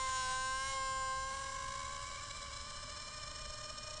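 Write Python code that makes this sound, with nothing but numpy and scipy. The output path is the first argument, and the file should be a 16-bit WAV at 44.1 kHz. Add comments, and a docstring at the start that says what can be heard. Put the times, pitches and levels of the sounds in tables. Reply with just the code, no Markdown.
"""A small valve beside a cylinder chatters as compressed gas flows through it.
At first it buzzes cleanly, locked to a pipe tone and slipping between patterns of two and four beats.
As its pitch climbs it breaks loose: the pipe tone beats against it, the buzz turns to a rasping hiss,
then sputters, each sputter with a short squeal. A low rumble lies underneath."""
import sys
import numpy as np
from scipy import signal
from scipy.fft import rfft, irfft
from scipy.io import wavfile
from scipy.ndimage import uniform_filter1d

SR = 44100
rng = np.random.default_rng(int(sys.argv[2]) if len(sys.argv) > 2 else 0)


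def persist_wave(psi):
    """Save psi, clipped to +-1, as 16-bit WAV."""
    counts = np.round(np.clip(psi, -1, 1) * 32767).astype(np.int16)
    wavfile.write(sys.argv[1], SR, np.atleast_2d(counts).T)


N = 176400
T = np.arange(N) / SR

# Colour of the rumble. Each row: frequency in Hz, relative level in dB.
RUMBLE_COLOUR = [(10, 2), (18, -2.5), (27, 0.5), (38, -8.5), (55, -6), (68, -0.5), (80, -11.5), (108, -7),
                 (132, -11), (173, -21.5), (249, -19), (326, -27), (450, -31), (580, -53)]
# Fader ride of the jet hiss. Each row: time in seconds, level in dB.
HISS_RIDE = [(0, -56), (.06, -54), (.09, -45.5), (.15, -58), (.27, -53), (.32, -49), (.39, -56), (.58, -62),
             (.68, -51.5), (.73, -51), (.8, -57.5), (1.0, -60), (1.25, -58.5), (1.3, -50.5), (1.8, -51),
             (2.4, -52), (4.0, -53.5)]
# Hiss colour early on, then in the sputtering. Each row: frequency in Hz, relative level in dB.
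EARLY_HISS_COLOUR = [(210, -74), (350, -46.5), (507, -21.5), (537, -24), (585, -29), (675, -33), (801, -25),
                     (924, -32.5), (1010, -18), (1070, 3), (1160, -31.5), (1280, -29), (1590, -21),
                     (1860, -29.5), (2240, -26.5), (2550, -33), (2900, -21.5), (3490, -30), (3910, -23.5),
                     (4710, -28.5), (5830, -21), (6630, -28), (7220, -22.5), (9470, -32.5), (10600, -48.5),
                     (13800, -65), (22000, -120)]
LATE_HISS_COLOUR = [(210, -44), (350, -31.5), (472, -15.5), (507, -24), (611, 9), (685, -25), (790, -19.5),
                    (1020, -12), (1100, -5), (1190, 7), (1360, -27.5), (1480, -7.5), (1780, -14.5),
                    (2150, -17.5), (2340, -34), (2620, -30.5), (3020, -6.5), (3340, -18.5), (4200, -14),
                    (4570, -22), (5430, -5), (5830, -22.5), (7330, -15), (8570, -18.5), (10600, -50.5),
                    (13800, -70), (22000, -120)]
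# Roughness of the chatter. Each row: time in seconds, rasp level in dB, jitter as a share of the rate.
ROUGHNESS = [(0, -86, 0.00047), (1.24, -82, 0.00015), (1.32, -60, 0.0057), (1.7, -58.5, .011),
             (2.2, -54.5, 0.0199), (3.0, -53, .016), (4.0, -56, 0.011)]
# Timbre of the rasp. Each row: multiple of the chatter rate, relative level in dB.
RASP_TIMBRE = [(2.5, -5.5), (3, 1.5), (4, 6), (5, -1), (6, -1.5), (7, 6.5), (8.3, 1), (9, 6.5), (10.6, 1.5),
               (12.2, 4.5), (14, -1)]
# Sputters in the flow. Each row: peak time in seconds, strength in dB.
SPUTTER_HITS = [(1.587, -0.5), (1.619, -0.5), (1.674, -1), (1.726, 0.5), (1.754, 0.5), (1.78, 0),
                (1.803, 0.5), (1.859, 0.5), (1.89, -0.5), (1.932, 1), (1.965, 0.5), (2.035, 1), (2.075, 1),
                (2.123, 1.5), (2.16, 1.5), (2.238, 2), (2.313, 4), (2.343, -2), (2.374, 2.5), (2.43, 2.5),
                (2.54, 2), (2.573, 2.5), (2.615, 1), (2.709, 3.5), (2.772, 2.5), (2.841, 2.5), (2.904, 3.5),
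                (2.927, 2), (2.978, 3.5), (3.005, 1.5), (3.028, 1.5), (3.085, 4), (3.147, 2.5),
                (3.182, 3.5), (3.24, 4), (3.281, 4), (3.316, 3), (3.363, 3.5), (3.395, 2.5), (3.423, 3),
                (3.461, 4), (3.507, 3), (3.544, 3.5), (3.588, 3), (3.616, 3), (3.644, 3), (3.662, 2),
                (3.705, 5), (3.788, 4), (3.841, 3), (3.881, 4), (3.913, 3.5), (3.944, 3.5), (3.979, 3)]
# Brief chokes of the flow. Each row: centre in seconds, half length in seconds, depth in dB.
FLOW_CHOKES = [(2.298, .009, 2.5), (2.327, .008, 1), (2.405, 0.007, 1), (2.497, 0.01, 2.5),
               (3.764, .015, 0)]
# How the squeals evolve. Each row: time in seconds, base level in dB, glide in shares of the pitch
# per second, pitch in Hz.
SQUEAL_PATH = [(1.6, -65, 1.46, 550), (1.86, -50, 1.3, 562), (2.15, -53, 1.16, 565.3),
               (2.55, -51.5, 0.42, 578), (2.9, -55, -1.03, 592), (3.4, -52.5, -1.78, 592.6),
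               (4.0, -50.5, -1.899, 596)]
# Timbre of the squeals. Each row: multiple of the pitch, early and late relative level in dB.
SQUEAL_TIMBRE = [(5, -19, -3.5), (6, 0, -8), (7, 7.5, -4.5), (9, -1, 6), (10, -14, -4), (11, -5, -0.5),
                 (12, -15, -3), (13, 10.5, -25.5), (14, 2, -9)]
# Fader ride of the free pipe tone. Each row: time in seconds, level in dB.
PIPE_RIDE = [(1.25, -60), (1.35, -54.5), (1.6, -46), (1.9, -48), (2.25, -56), (2.6, -59.5), (3.2, -62.5),
             (4.0, -68.5)]
# Timbre of the pipe tone. Each row: multiple of its pitch, relative level in dB.
PIPE_TIMBRE = [(1, -0.5), (1.5, -11), (2, -21)]
# The valve's pitch, locked and then loose. Each row: time in seconds, chatter rate in Hz.
LOCKED_RATE = [(0.0, 524.8), (0.232, 517.2), (0.26, 515.1), (0.554, 524.6), (0.692, 539.7), (0.802, 531),
               (1.1, 526.6), (1.27, 531.7)]
LOOSE_RATE = [(1.35, 540), (1.5, 544), (1.75, 549.6), (2.0, 559), (2.25, 571.3), (2.42, 579.2),
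              (2.499, 559.8), (2.619, 578), (3.0, 589.2), (3.5, 603.7), (4.0, 612.6)]
# The valve's low odd partials. Each row: time in seconds, base level of the 1st and of the 3rd in dB.
FIRST_THIRD_RIDE = [(0.0, -50.5, -52.5), (0.13, -54.5, -42), (0.48, -52.5, -39), (0.66, -54, -41.5),
                    (0.75, -47.5, -51.5), (0.79, -49.5, -44.5), (1.11, -50.5, -43.5), (2.29, -58.5, -56.5),
                    (2.96, -62, -60), (3.7, -54, -43), (3.72, -59, -69), (3.74, -77, -64), (3.78, -57, -67),
                    (4.0, -52, -66)]
# Its 2nd partial, then its 4th. Each row: time in seconds, base level in dB.
SECOND_RIDE = [(0, -40), (.55, -40.5), (.69, -44), (.78, -40), (1.15, -40), (1.28, -43.5), (1.5, -48),
               (1.9, -50), (2.3, -54.5), (3.0, -57), (4.0, -56.5)]
FOURTH_RIDE = [(0, -51.5), (.075, -49.5), (.1, -59), (.32, -59.5), (.38, -59), (.58, -55.5), (.69, -49),
               (.76, -50.5), (.9, -55.5), (1.25, -58.5), (1.4, -60.5), (2.2, -58.5), (3.0, -73), (4.0, -70)]
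# Fader ride of the clean buzz. Each row: time in seconds, level in dB.
BUZZ_RIDE = [(0, -45.5), (.1, -46), (.15, -44.5), (.31, -45.5), (.37, -45), (.72, -45.5), (.9, -46.5),
             (1.24, -48.5), (1.32, -50), (1.6, -57), (2.1, -64.5), (4.0, -67.5)]
# The buzz's hard and softer timbre. Each row: multiple of the chatter rate, relative level in dB.
HARD_TIMBRE = [(1.5, -58.5), (2.5, -62), (3.5, -65.5), (4.0, -55), (4.5, -65.5), (5.0, -61), (5.5, -57.5),
               (6.0, -60), (6.5, -60.5), (7.0, -60), (7.5, -57.5), (8.0, -58.5), (8.5, -61), (9.0, -67),
               (9.5, -60), (10.0, -62), (10.5, -54.5), (11.0, -58), (11.5, -81.5), (12.0, -63.5),
               (12.5, -57.5), (13.0, -71.5), (13.5, -54.5), (14.0, -59.5), (14.5, -73), (15.0, -60.5),
               (15.5, -65), (16.0, -63), (16.5, -59.5), (17.0, -69), (17.5, -62.5), (18.0, -71),
               (18.5, -69), (19.0, -81)]
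SOFT_TIMBRE = [(1.5, -57), (2.5, -67), (3.5, -74.5), (4.0, -51.5), (4.5, -79.5), (5.0, -64.5), (5.5, -59.5),
               (6.0, -58.5), (6.5, -68), (7.0, -68), (7.5, -59), (8.0, -64.5), (8.5, -61.5), (9.0, -68),
               (9.5, -57.5), (10.0, -64.5), (10.5, -60.5), (11.0, -60.5), (11.5, -72), (12.0, -63.5),
               (12.5, -80), (13.0, -66), (13.5, -51.5), (14.0, -66), (14.5, -70), (15.0, -63), (15.5, -80),
               (16.0, -60), (16.5, -61), (17.0, -68.5), (17.5, -73), (18.0, -75.5), (18.5, -77),
               (19.0, -95.5)]
# Spells of four-beat chatter. Each row: start and end in seconds, relative level of added partials in dB.
FOUR_BEAT_SPELLS = [(0.138, 0.338, -4.5), (0.775, 1.262, -12)]

SWELL_S, COLLAPSE_S, SLUMP_S, SLUMP_SHARE = .013, .0028, .0062, .61
PIPE_HZ, PIPE_WANDER_HZ, FLUTTER_DB = 1043, 5.17, 3


def from_db(db):
    """Decibels to gain."""
    return 10 ** (np.asarray(db) / 20)


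def unit_rms(x):
    """Scale to unit rms."""
    return x / np.sqrt(np.mean(x ** 2) + 1e-20)


def curves(rows):
    """Each column of an automation table at every sample."""
    times, *columns = np.transpose(rows)
    return [np.interp(T, times, column) for column in columns]


def ramp(middle_s, length_s, t=T):
    """A straight fade from 0 to 1."""
    return np.clip((t - middle_s) / length_s + .5, 0, 1)


def drift(rate_hz):
    """Smooth random wander of spread 1."""
    pole = np.exp(-40 * np.pi * rate_hz / SR)  # runs at a twentieth of the sample rate
    noise = rng.standard_normal(N // 20 + 2002)
    slow = signal.lfilter([1], [1, -2 * pole, pole * pole], noise)[2000:]
    return np.interp(np.arange(N) / 20, np.arange(len(slow)), unit_rms(slow))


def phase_of(hz):
    """Running phase of a pitch curve."""
    return 2 * np.pi * np.cumsum(hz) / SR


def tone(phase):
    """A sine of unit rms with a random starting phase."""
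    return np.sqrt(2) * np.sin(phase + rng.uniform(0, 2 * np.pi))


def coloured(x, colour, cap_db=0):
    """EQ a signal with a curve whose peaks stop at a cap; unit rms."""
    hz, db = np.transpose(colour)
    log_hz = np.log(np.arange(N // 2 + 1) * SR / N + 1e-3)
    eq_db = np.interp(log_hz, np.log(hz), db, left=-90, right=-90)
    return unit_rms(irfft(rfft(x) * from_db(np.minimum(eq_db, cap_db)), N))


def rumble(level_db=-52.5):
    """A steady bed of low noise."""
    return from_db(level_db) * coloured(rng.standard_normal(N), RUMBLE_COLOUR)


def hiss(phase, pulsing=.24):
    """The jet escapes in one puff per opening and rings in the valve's connector."""
    puffs = rng.standard_normal((2, N)) * np.exp(pulsing * np.cos(phase))
    early = coloured(puffs[0], EARLY_HISS_COLOUR, cap_db=-20.5)  # caps keep the ringing under the tones
    late = coloured(puffs[1], LATE_HISS_COLOUR, cap_db=-7.5)
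    blend = ramp(middle_s=2.17, length_s=1.34)
    return from_db(curves(HISS_RIDE)[0]) * (np.sqrt(1 - blend) * early + np.sqrt(blend) * late)


def rasp(phase, spread_hz=28.34):
    """Irregular chatter smears every partial into a narrow band."""
    return unit_rms(sum(from_db(db) * tone(k * phase + phase_of(spread_hz * drift(145.2)))
                        for k, db in RASP_TIMBRE))


def swell(t):
    """A sputter's envelope: a rise to 1 at t = 0, then a quicker collapse."""
    return np.exp(-(t / np.where(t < 0, SWELL_S, COLLAPSE_S)) ** 2)


def sputters():
    """The flow's surge in dB: each sputter swells, collapses and leaves a short slump."""
    surge_db = np.zeros(N)
    for peak_s, db in SPUTTER_HITS:
        near = slice(*np.searchsorted(T, [peak_s - .06, peak_s + .06]))
        t = T[near] - peak_s
        slump = SLUMP_SHARE * np.exp(-((t - SLUMP_S) / COLLAPSE_S) ** 2)
        surge_db[near] += db * (swell(t) - slump)
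    return surge_db


def squeals():
    """In each sputter the valve briefly chatters regularly: early squeals bend up, late ones down."""
    out = np.zeros(N)
    times, *controls = np.transpose(SQUEAL_PATH)
    for peak_s, strength_db in SPUTTER_HITS:
        level_db, glide, hz = (np.interp(peak_s, times, control) for control in controls)
        near = slice(*np.searchsorted(T, [peak_s - .04, peak_s + .02]))
        t = T[near] - peak_s
        blend = ramp(middle_s=2.64, length_s=.79, t=peak_s)
        phase = phase_of(hz * (1 + glide * t))
        stack = sum(from_db(early + (late - early) * blend) * tone(k * phase)
                    for k, early, late in SQUEAL_TIMBRE)
        out[near] += from_db(level_db + strength_db) * swell(t) * unit_rms(stack)
    return out


def pipe_tone(phase):
    """The pipe sings, each partial beating against one of the valve's."""
    return sum(from_db(db) * tone(k * phase) for k, db in PIPE_TIMBRE)


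def valve_body(phase, surge_db, lag_s=.007, throb_depth=2.7, first_trim_db=-3, third_trim_db=-4.5):
    """Three low partials carry the valve's pitch; the lower two throb just behind the sputters."""
    first_db, third_db = curves(FIRST_THIRD_RIDE)
    second_db, = curves(SECOND_RIDE)
    lagged_db = np.interp(T - lag_s, T, surge_db)
    throb = from_db(throb_depth * lagged_db)
    throb /= np.sqrt(uniform_filter1d(throb ** 2, size=8000))  # hold the average power steady
    fade_db = 8.5 * np.maximum(T - 1.4, 0)  # the 3rd dies away once the valve is loose
    return (from_db(first_db + first_trim_db) * throb * tone(phase)
            + from_db(second_db + lagged_db) * tone(2 * phase)
            + from_db(third_db + third_trim_db - fade_db) * tone(3 * phase))


def valve_buzz(phase, flicker_db=2, fade_s=.049):
    """Clean chatter: strong and weak beats give half-step partials, four-beat spells add quarter steps."""
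    multiples, hard_db = np.transpose(HARD_TIMBRE)
    _, soft_db = np.transpose(SOFT_TIMBRE)
    hard_gains, soft_gains = (g / np.linalg.norm(g) for g in from_db([hard_db, soft_db]))
    softness = ramp(middle_s=.74, length_s=.091)
    four_beat = sum(from_db(db) * (ramp(start, fade_s) - ramp(end, fade_s))
                    for start, end, db in FOUR_BEAT_SPELLS)
    out = np.zeros(N)
    for k, hard, soft in zip(multiples, hard_gains, soft_gains):
        gain = hard + (soft - hard) * softness
        partial = gain * tone(k * phase) * from_db(flicker_db * drift(4))
        if k != 4:  # the 4th has its own fader ride
            out += partial
        quarter_gain = four_beat * np.sqrt(gain * hard_gains.mean()) * min(1, k / 4)
        out += quarter_gain * tone((k + 1 / 4) * phase)
    return from_db(curves(BUZZ_RIDE)[0]) * out


def scene():
    """One chatter rate drives body, buzz, rasp and hiss; pipe tone, squeals and rumble join the mix."""
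    rate_hz, = curves(list(LOCKED_RATE) + list(LOOSE_RATE))
    rasp_db, jitter = curves(ROUGHNESS)
    phase = phase_of(rate_hz * (1 + jitter * drift(83)))
    pipe_gain = from_db(curves(PIPE_RIDE)[0])
    pipe_phase = phase_of(PIPE_HZ + PIPE_WANDER_HZ * drift(30.4))
    surge_db = sputters()
    # The beat between pipe and valve shakes the jet.
    flutter_db = FLUTTER_DB * pipe_gain / pipe_gain.max() * np.cos(2 * phase - pipe_phase)
    choke_db = sum(db * np.exp(-((T - centre) / half) ** 2) for centre, half, db in FLOW_CHOKES)
    flow = from_db(surge_db + flutter_db - choke_db)
    fourth = from_db(curves(FOURTH_RIDE)[0]) * tone(4 * phase)
    jet = flow * (hiss(phase) + from_db(rasp_db) * rasp(phase) + fourth)
    bed = rumble()
    valve = valve_body(phase, surge_db) + valve_buzz(phase)
    return (bed + jet + pipe_gain * pipe_tone(pipe_phase) + squeals() + valve)[None]


def record(dry, cutoff_hz=10772):
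    """A steep low-pass takes off the top."""
    return signal.sosfilt(signal.ellip(10, .2, 80, cutoff_hz, fs=SR, output="sos"), dry)


dry = scene()
out = record(dry)
persist_wave(out)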